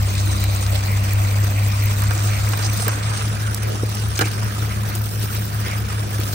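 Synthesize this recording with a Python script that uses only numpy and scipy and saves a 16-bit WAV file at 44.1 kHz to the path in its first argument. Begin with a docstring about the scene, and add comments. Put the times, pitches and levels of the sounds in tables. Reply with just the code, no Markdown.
"""Filling a bucket with a hose

Outdoors at night an engine drones while a hose jet churns into a brimming plastic bucket.
Ringing bubbles make the water's low notes, and tiny splats make its hiss. The bucket is lifted
by its clicking wire handle, sloshes, and is set down on wet pavement with a scrape and a crack.
The jet goes on drumming into the soaked grass, and stray drops land close by."""
import sys
import numpy as np
from scipy import signal
from scipy.fft import rfft, irfft
from scipy.io import wavfile
from scipy.ndimage import uniform_filter1d

SR = 44100
rng = np.random.default_rng(int(sys.argv[2]) if len(sys.argv) > 2 else 0)


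def to_wav(sig):
    """Store sig (one row per channel, or 1-D mono) as 16-bit WAV at the path in sys.argv[1].

    Samples outside -1..1 are clipped; the rate is SR.
    """
    pcm = np.clip(np.atleast_2d(sig), -1, 1) * 32767
    pcm = np.round(pcm).astype(np.int16)
    wavfile.write(sys.argv[1], SR, pcm.T)  # frames by channels


N = 279594
T = np.arange(N) / SR  # the time of each sample
HZ = np.fft.rfftfreq(N, 1 / SR)  # the frequencies that the filters work on

# how hard the jet plunges and how much it sprays: time_s, force_db, spray_db
JET_STRENGTH = [(0, -3, 1.5), (.8, 2, 0.5), (1.4, 2, -1), (2.0, .5, 1.5), (2.8, -1, 3), (3.0, 1, 1),
                (3.2, 2.5, 4), (3.35, 1, -0.5), (3.9, -1, 2), (4.6, 1.5, 1), (4.92, 1, 0), (5.1, -5, 0),
                (5.33, 1.5, 2.5), (5.48, -2, 0.5), (5.7, 3.5, 3), (5.82, 0, -1.5), (5.93, 0.5, 0.5),
                (6.07, -0.5, -1.5), (6.22, 1, 3), (6.34, -0.5, 4.5)]


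def amp(db):
    """Turns decibels into a number to multiply by."""
    return 10 ** (np.asarray(db) / 20)


def evened(x):
    """Scales a signal to an average strength (rms) of 1."""
    return x / np.sqrt(np.mean(x ** 2) + 1e-20)


def over_time(rows, column=1):
    """Joins the points of a time table, giving a value for every sample."""
    rows = np.array(rows, float)
    return np.interp(T, rows[:, 0], rows[:, column])


def over_hz(rows, column=1):
    """Joins the points of a frequency table, giving a value for every frequency."""
    rows = np.array(rows, float)
    return np.interp(np.log(HZ + 1), np.log(rows[:, 0] + 1), rows[:, column])


def shaped(x, gain):
    """Turns each frequency up or down by its own gain."""
    return irfft(rfft(x) * gain, N)


def band(low_hz, high_hz, order=8):
    """Gains that keep one range of frequencies; a higher order gives steeper edges."""
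    cut_lows = 1 + (low_hz / (HZ + 1)) ** (2 * order)
    cut_highs = 1 + (HZ / high_hz) ** (2 * order)
    return (cut_lows * cut_highs) ** -.5


def wander(per_s):
    """A smooth random wobble; per_s sets how fast it changes."""
    return evened(shaped(rng.standard_normal(N), 1 / (1 + (HZ / per_s) ** 2)))


def resonate(x, hz, width_hz):
    """Makes a signal ring at a steady or moving pitch; a narrow width rings longer."""
    spin = np.exp(2j * np.pi * np.cumsum(hz * np.ones(x.shape[-1])) / SR)
    decay = np.exp(-np.pi * width_hz / SR)
    return 2 * (spin * signal.lfilter([1 - decay], [1, -decay], x / spin + 1e-18)).real


def fade(t, fade_s):
    """Dies away by 60 dB every fade_s seconds."""
    return 1000 ** (-t / fade_s)


def add(mix, start_s, sound):
    """Adds a stereo sound to the mix at the given time."""
    part = mix[:, round(start_s * SR):][:, :sound.shape[1]]
    part += sound[:, :part.shape[1]]


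def panned(x, left_db):
    """Makes the left side louder than the right by left_db; below zero leans right."""
    return x * amp([[left_db / 2], [-left_db / 2]])


def stereo(pair):
    """Blends two unrelated signals into left and right: alike in the bass, mostly apart above."""
    # how alike the sides are, from 1 (the same) to -1 (opposite): frequency_hz, likeness
    likeness = [(60, .95), (140, .93), (270, .45), (520, .4), (670, .2), (880, -.35), (1300, -.25),
                (1700, .05), (2000, .55), (2500, .5), (3200, -.4), (3700, .25), (4200, .25), (4800, -.4),
                (5400, -.35), (6150, .45), (6750, -.35), (7300, .5), (7800, -.1), (8400, .5), (9250, -.35),
                (9650, .1), (10300, -.6), (11200, -.97), (12200, -.93), (13000, 0), (13900, .97),
                (15100, .97), (15800, .5)]
    # how much louder the left side is: frequency_hz, left_db
    balance = [(25, 1), (70, 12.5), (200, 5), (400, -1), (700, -1), (1200, -3.5), (2400, 0), (3500, 0),
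               (5200, 1.5), (7000, 0), (8800, -8), (10500, -0.5), (15000, 0)]
    angle = np.arcsin(np.clip(over_hz(likeness), -.99, .99)) / 2
    blended = shaped(pair, np.cos(angle)) + shaped(pair[::-1], np.sin(angle))
    left_db = over_hz(balance)
    return shaped(blended, amp([left_db / 2, -left_db / 2]))


def impacts(per_s, spread_db):
    """Clicks at random times, a few of them large."""
    hits = rng.random(N) < per_s / SR
    return hits * amp(spread_db * np.minimum(rng.exponential(1, N), 4))


def bubbles(density, spread_db, cycles, rise, sizes=28):
    """Each bubble rings for a few cycles, rising in pitch as it nears the surface."""
    out = np.zeros((2, N))
    for hz in np.geomspace(280, 3400, sizes):
        t = np.arange(int(3 * cycles * SR / hz)) / SR
        age = t * hz / cycles
        turns = hz * t * (1 + rise * age) + rng.random((2, 1))
        ring = np.exp(-np.pi * age) * np.sin(2 * np.pi * turns)
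        births = impacts(density / sizes * np.sqrt(hz / 1000), spread_db)
        out += np.sqrt(hz) * evened(signal.oaconvolve(births[None], ring, axes=1)[:, :N])
    return evened(out)


def droplets(per_s, spread_db, fade_s, kinds=10):
    """Each droplet bursts in a tiny splat of noise, different on the left and right."""
    t, out = np.arange(512) / SR, np.zeros((2, N))
    for _ in range(kinds):
        splat = rng.standard_normal((2, len(t))) * fade(t, fade_s)
        out += signal.oaconvolve(impacts(per_s / kinds, spread_db)[None], splat, axes=1)[:, :N]
    return evened(out)


def mottled(x, depth_db, patch_hz, patch_s):
    """Random patches of the sound swell and fade, each in its own range of frequencies."""
    spectrum = signal.stft(x, nperseg=256, noverlap=192)[2]
    swell = rng.standard_normal(spectrum.shape[1:])
    swell = uniform_filter1d(swell, max(1, round(patch_hz * 256 / SR)), axis=0)
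    swell = uniform_filter1d(swell, max(1, round(patch_s * SR / 64)), axis=1)
    return signal.istft(spectrum * amp(depth_db * evened(swell)), nperseg=256, noverlap=192)[1][:, :N]


def snap(tones, fade_s):
    """A short burst of noise rings some tones, each given as pitch_hz, width_hz, level_db."""
    t = np.arange(SR // 8) / SR
    burst = (rng.standard_normal((2, len(t))) + rng.standard_normal(len(t))) * fade(t, fade_s)
    ring = sum(amp(db) * resonate(resonate(burst, hz, width), hz, 2 * width) for hz, width, db in tones)
    return ring / abs(ring).max()


def on_grass():
    """How much of the jet lands on grass at each moment, from 0 to 1."""
    # the jet passes from bucket to grass: time_s, grass_share
    landing = [(0, 0.12), (2.9, 0.099), (3.5, 1), (6.34, 0.94)]
    return np.clip(over_time(landing), 0, 1)


def by_surface(in_bucket, in_grass):
    """Slides from the bucket's value to the grass's as the jet moves over."""
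    return in_bucket + (in_grass - in_bucket) * on_grass()


def landed(x, tone):
    """Gives water the tone of what it strikes: first the bucket, then grass."""
    return by_surface(shaped(x, amp(over_hz(tone))), shaped(x, amp(over_hz(tone, column=2))))


def engine():
    """Two spinning parts drift in and out of step over a rough exhaust rumble."""
    # the main drone: time_s, pitch_hz, level_db
    running = [(0, 99, -19), (0.76, 99.5, -19.5), (1.25, 100.6, -17), (2.3, 103, -18.5), (3, 105.7, -22.5),
               (5.7, 105.7, -24), (6.34, 103.5, -23)]
    # the tones of the drone, then those of the second rotor: pitch_multiple, level_db
    drone_tones = [(1 / 2, -21), (5 / 6, -29), (1, 0), (4 / 3, -33), (2, -23.5)]
    rotor_tones = [(2 / 3, -36), (4 / 3, -43.5), (2, -53.5)]
    # a deep throb that dies down as the engine speeds up: time_s, level_db
    throb_levels = [(0, -29.5), (0.7, -27), (0.9, -34), (2.4, -35), (3.2, -43), (6.34, -48)]
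    # a faint whine of steady pitch: time_s, level_db
    whine_levels = [(0, -50), (2.2, -50), (3.2, -44.5), (6.34, -41.5)]
    # the tone of the exhaust: frequency_hz, level_db
    exhaust = [(20, -27), (35, -18), (55, -12), (72, 9.5), (95, -8.5), (120, -1), (145, -1.5), (175, -5),
               (205, -3), (260, -12.5), (400, -20), (800, -59)]
    hz = over_time(running)
    turns = np.cumsum(hz * (1 + .0012 * wander(10.6))) / SR
    drone = sum(amp(db) * np.sin(2 * np.pi * multiple * turns) for multiple, db in drone_tones)
    drone *= amp(over_time(running, column=2))
    # the second rotor runs a little ahead, so the sound pulses, faster as the engine speeds up
    pulses_per_s = 4.315 + .1504 * (hz - 100)
    ahead = turns - .036 + np.cumsum(pulses_per_s) / SR
    rotor = sum(amp(db) * np.sin(2 * np.pi * multiple * ahead) for multiple, db in rotor_tones)
    rotor = rotor * amp(1.5 * wander(3)) + amp(-33) * np.sin(2 * np.pi * ahead)
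    throb = amp(over_time(throb_levels)) * np.sin(2 * np.pi * 2 / 3 * turns)
    whine = amp(over_time(whine_levels)) * np.sin(2 * np.pi * 198.7 * T)
    rumble = evened(stereo(shaped(rng.standard_normal((2, N)), amp(over_hz(exhaust)))))
    return panned(np.sqrt(2) * (drone + rotor + whine + throb), left_db=.8) + amp(-32) * rumble


def churn(sputter):
    """The plunging jet stirs up a crowd of ringing bubbles."""
    # the tone of the churning: frequency_hz, bucket_db, grass_db
    tone = [(293, -4, 1.5), (414, -4.5, 0.5), (530, 2, 1), (627, 2, 1), (845, -6, -8), (1280, -7.5, -1.5),
            (1750, -9, -8), (1880, -4, -7), (2400, -7, -9), (2920, -11.5, -11)]
    boil = bubbles(density=2400, spread_db=2.7, cycles=13, rise=.05) + .9 * rng.standard_normal((2, N))
    splats = droplets(per_s=2200, spread_db=3.4, fade_s=.0039)
    water = mottled(boil + amp(-6) * splats, depth_db=.9, patch_hz=500, patch_s=.05)
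    water = landed(stereo(water), tone) * amp(.8 * sputter)
    force_db = over_time(JET_STRENGTH)
    deep = evened(shaped(water, band(223, 955))) * amp(by_surface(-38, -38.5) + .17 * force_db)
    bright = evened(shaped(water, band(893, 3160))) * amp(by_surface(-36.5, -38) + force_db)
    return deep + bright, splats  # the same splats also feed the spray


def spray(splats, sputter):
    """Countless splats blur into a hiss."""
    # the tone of the spray: frequency_hz, bucket_db, grass_db
    tone = [(3020, 1.5, 5), (4030, 2.5, 3), (4900, 4.5, 4.5), (5600, 3, 6), (6260, 3, 2.5),
            (7700, 1.5, -0.5), (8500, 5.5, 1), (9030, 0.5, 5.5), (10030, 1.5, 5.5), (11000, -17, -0.5)]
    hiss = splats + amp(2) * rng.standard_normal((2, N))
    hiss = mottled(hiss, depth_db=2.5, patch_hz=598, patch_s=.027)
    hiss = landed(stereo(hiss), tone) * amp(1.72 * sputter)
    level_db = by_surface(-33.5, -37) + over_time(JET_STRENGTH, column=2)
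    return evened(shaped(hiss, band(2700, 10100))) * amp(level_db)


def fizz(sputter):
    """Bursting foam fizzes at the very top of the treble."""
    # the tone of the foam: frequency_hz, level_db
    tone = [(8000, -47), (10400, -6), (11800, -5), (13000, 2), (14500, 3), (15700, 3)]
    # how loudly it fizzes: time_s, level_db
    levels = [(0, -37), (.9, -35), (2.3, -35.5), (2.8, -37.5), (3.05, -41), (3.8, -41.5), (4.7, -38),
              (5.3, -33), (5.7, -38), (6.05, -42), (6.3, -30.5)]
    foam = droplets(per_s=720, spread_db=7, fade_s=.0016) + amp(1) * rng.standard_normal((2, N))
    foam = stereo(mottled(foam, depth_db=2.2, patch_hz=700, patch_s=.025))
    foam *= amp(1.3 * sputter + wander(22))
    return evened(shaped(foam, amp(over_hz(tone)))) * amp(over_time(levels))


def jet():
    """Churn, spray and fizz all sputter together as the jet breaks up."""
    sputter = wander(44)
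    churning, splats = churn(sputter)
    return churning + spray(splats, sputter) + fizz(sputter)


def gurgle():
    """In the bucket, big bubbles bloop and splats ring hollows that keep changing size."""
    # hollows in the foam, and the bucket's own air: pitch_hz, width_hz, level_db
    hollows = [(299, 41, -44), (567, 210, -45), (1086, 410, -38.5), (1945, 300, -47), (2400, 400, -45.5),
               (3830, 800, -48)]
    splats = stereo(droplets(per_s=2400, spread_db=2.4, fade_s=.006, kinds=4))
    out = np.zeros((2, N))
    for hz, width_hz, db in hollows:
        pitch_hz = hz * (1 + .07 * wander(12))
        ring = resonate(resonate(splats, pitch_hz, width_hz), pitch_hz, 2 * width_hz)
        out += amp(db) * evened(ring * amp(2 * wander(12)))
    bloops = stereo(bubbles(density=150, spread_db=1.5, cycles=16, rise=.075))
    out += amp(-42.5) * evened(shaped(bloops, band(450, 2400, order=2)))
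    return out * (1 - on_grass())


def froth():
    """Clusters of bubbles burst brightly on top of the water in the bucket."""
    pops = stereo(bubbles(density=260, spread_db=1.2, cycles=26, rise=.03, sizes=48))
    clusters = amp(2.5 * wander(12))
    return amp(-42) * evened(shaped(pops, band(1750, 2600)) * clusters) * (1 - on_grass())


def stray_drops():
    """Single drops snap as they land close by, and the finest beads of spray tick."""
    # drops: start_s, level_db, pitch_hz
    drops = [(0.152, -18, 4780), (0.4403, -13.5, 4170), (0.562, -19, 7100), (0.665, -16, 4000),
             (2.02, -16, 8100), (2.178, -15, 6600), (2.4895, -16, 6230), (4.952, -12.5, 9000)]
    # tiny beads: start_s, level_db
    beads = [(0.0265, -20), (0.4396, -10.5), (0.7524, -17), (1.1343, -8), (1.8584, -12.5), (2.02, -18),
             (2.0385, -14), (2.2385, -15), (2.4894, -15), (4.0853, -18), (4.4455, -20), (4.9577, -10),
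             (5.35, -15), (6.1062, -20), (6.2015, -14)]
    out = np.zeros((2, N))
    for start_s, db, hz in drops:
        add(out, start_s, amp(db) * snap([(hz, 3100, 0)], fade_s=.012))
    for start_s, db in beads:
        add(out, start_s, amp(db) * snap([(14400, 3000, 0)], fade_s=.003))
    return stereo(out)


def splashes():
    """Water slaps the bucket, itself or a puddle in short swells, each around one pitch."""
    # the slaps: middle_s, level_db, pitch_hz, length_s, width_share (of the pitch)
    slaps = [(0.182, -34, 3900, 0.07, 0.4), (0.35, -40, 307, .7, 0.21), (0.4, -38.5, 3950, .8, 0.18),
             (0.436, -26.5, 1890, .035, 1.6), (0.75, -31.5, 560, .1, 0.59),
             (0.757, -27.5, 3500, 0.035, 0.87), (0.92, -36, 2150, 0.15, .25), (1.11, -36, 2200, .05, .3),
             (1.25, -37, 2050, .07, .25), (1.58, -35.5, 2310, .08, .3), (1.845, -36.5, 2240, 0.22, .4),
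             (2.025, -26, 1200, 0.027, 1.8), (2.114, -30, 1240, .04, .3), (2.35, -31.5, 2200, 0.17, 0.46),
             (2.653, -32, 700, .09, .7), (2.656, -25.5, 5500, 0.06, 0.45), (2.825, -28, 6940, 0.12, 1),
             (2.885, -28, 1150, 0.076, 0.53), (3.117, -35, 810, 0.15, 0.97), (3.217, -30, 2400, 0.032, 1.1),
             (3.462, -33, 1500, 0.25, .2), (3.648, -33, 2170, .07, 0.38), (3.697, -33.5, 400, 0.24, 0.65),
             (4.215, -19.5, 1560, 0.048, .25), (4.253, -33.5, 2300, 0.1, 0.2),
             (4.72, -33.5, 2100, 0.074, .4), (4.92, -34.5, 1490, 0.1, .8), (5.349, -36, 2300, .05, 0.62),
             (5.545, -35.5, 1580, .04, .2), (5.673, -31.5, 1890, 0.09, 0.55), (5.725, -31, 2230, .07, .25),
             (5.92, -39, 1710, 0.21, 0.85)]
    splats = stereo(droplets(per_s=2500, spread_db=3.5, fade_s=.0044, kinds=4))
    out = np.zeros((2, N))
    for middle_s, db, hz, length_s, width_share in slaps:
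        start_s = max(middle_s - length_s / 2, 0)
        piece = splats[:, round(start_s * SR):round((start_s + length_s) * SR)]
        splash = evened(resonate(resonate(piece, hz, width_share * hz), hz, width_share * hz))
        add(out, start_s, amp(db) * splash * np.hanning(splash.shape[1]))
    return panned(out, left_db=-3.5)


def air_pocket():
    """As the nozzle comes close, the jet digs a gargling hollow, higher and weaker on grass."""
    opens_s, rise_s = 1.81, .22
    hz = by_surface(1240, 1600) * (1 + .053 * wander(25))
    splats = droplets(per_s=1400, spread_db=3, fade_s=.008, kinds=4)
    gargle = evened(resonate(resonate(splats, hz, width_hz=570), hz, width_hz=920))
    opened = np.clip((T - opens_s) / rise_s, 0, 1)
    level_db = by_surface(-38, -45.5) + over_time(JET_STRENGTH)
    return panned(gargle * opened * amp(level_db), left_db=-11)


def bucket():
    """Gritty knocks ring the plastic wall; the load of water and boots add dull thumps."""
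    # knocks, duller when the cutoff is low: start_s, level_db, cutoff_hz, fade_s
    knocks = [(2.109, -15, 1500, .04), (2.534, -12.5, 2500, .04), (2.593, -16, 5000, .04),
              (2.797, -17.5, 2500, .025), (2.866, -15, 1500, .06), (2.8805, -13.5, 1000, .06),
              (4.1925, -9, 2000, .025), (4.2105, -10, 3200, .02), (4.2135, -4, 2000, .022),
              (4.2205, -9, 2000, .035), (4.23, -17, 1000, .04), (4.256, -18, 4000, .06),
              (4.271, -21, 3500, .04), (4.329, -24, 7000, .03)]
    # the tones of the plastic wall: pitch_hz, width_hz, level_db
    wall_tones = [(314, 40, 4), (465, 70, 4), (830, 170, 1.5), (1110, 130, 0), (1390, 60, 3.5),
                  (1578, 45, 10), (1690, 70, 3), (2010, 80, -1), (2312, 24, 7), (2845, 130, 2),
                  (3800, 600, -7), (5200, 700, -4), (8675, 20, 12)]
    # thumps of the full bucket and of boots: start_s, level_db, pitch_hz, fade_s
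    thumps = [(2.823, -21.5, 725, 0.042), (2.871, -19, 430, 0.037), (2.883, -22, 570, 0.042),
              (3.8324, -8.5, 297, 0.016), (3.8336, -14, 500, 0.027), (4.194, -15.5, 365, .04),
              (4.222, -22, 470, 0.045), (4.254, -23, 320, .07), (6.193, -12.5, 322, 0.021)]
    out, t = np.zeros((2, N)), np.arange(SR // 4) / SR
    for start_s, db, cutoff_hz, fade_s in knocks:
        noise = rng.standard_normal((2, len(t))) + .71 * rng.standard_normal(len(t))
        hit = resonate(noise * fade(t, fade_s), 0, 2 * cutoff_hz)  # at 0 Hz this dulls the treble
        ring = sum(amp(tone_db) * resonate(hit, hz, width) for hz, width, tone_db in wall_tones)
        knock = amp(-14.5) * hit + ring
        add(out, start_s, amp(db) * knock / abs(knock).max())
    for start_s, db, hz, fade_s in thumps:
        thump = np.sin(2 * np.pi * hz * t) * fade(t, fade_s) * (1 - np.exp(-t / .001))
        add(out, start_s, amp(db) * np.array([thump, thump]))
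    return panned(out, left_db=-4)


def handle():
    """The wire handle clicks in its holes and pings as it is gripped and carried."""
    # the clicks: start_s, click_db, ping_db
    clicks = [(2.7751, -15, -34), (2.8245, -15, -34), (2.8809, -11.5, -12), (3.5455, -9.5, -32),
              (3.6331, -19, -28), (3.9515, -18, -28)]
    # the tones of the handle: pitch_hz, width_hz, level_db
    wire_tones = [(5650, 1300, 1), (8550, 2400, 3.5), (13500, 2500, -4)]
    out = np.zeros((2, N))
    for start_s, click_db, ping_db in clicks:
        add(out, start_s, amp(click_db) * snap(wire_tones, fade_s=.021))
        add(out, start_s, amp(ping_db) * snap([(14900, 300, 0)], fade_s=.008))
    return stereo(out)


def pavement():
    """Grit scrapes under the bucket as it grazes the ground, lands with a crack and settles."""
    # the scrapes: middle_s, level_db, length_s
    scrapes = [(4.16, -25, .018), (4.18, -24, 0.025), (4.217, -24, 0.028), (4.26, -29.5, 0.041)]
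    # the tones of the crack: pitch_hz, width_hz, level_db
    crack_tones = [(2900, 1500, -1), (6000, 3900, 0), (14500, 2500, 1)]
    lands_s, grit_hz = 4.1912, 5900
    grains = droplets(per_s=2500, spread_db=2.5, fade_s=.0045, kinds=4)  # grit crackles like droplets
    grit = resonate(resonate(grains, grit_hz, width_hz=4300), grit_hz, width_hz=9000)
    out = np.zeros((2, N))
    for middle_s, db, length_s in scrapes:
        start_s = middle_s - length_s / 2
        scrape = evened(grit[:, round(start_s * SR):round((start_s + length_s) * SR)])
        add(out, start_s, amp(db) * scrape * np.hanning(scrape.shape[1]))
    add(out, lands_s, amp(-6.5) * snap(crack_tones, fade_s=.011))
    return stereo(out)


def scene():
    """Engine, running water and bucket in the open air."""
    water = jet() + gurgle() + froth() + splashes() + air_pocket() + stray_drops()
    return engine() + water + bucket() + handle() + pavement()


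def record(dry):
    """Rounds off the loudest knock, then cuts the very highest treble."""
    ceiling, cutoff_hz = .8, 15850
    rounded = dry / (1 + (dry / ceiling) ** 6) ** (1 / 6)
    treble_cut = signal.firwin(511, cutoff_hz, window=("kaiser", 9), fs=SR)
    return signal.oaconvolve(rounded, treble_cut[None], "same")


dry = scene()
out = record(dry)
to_wav(out)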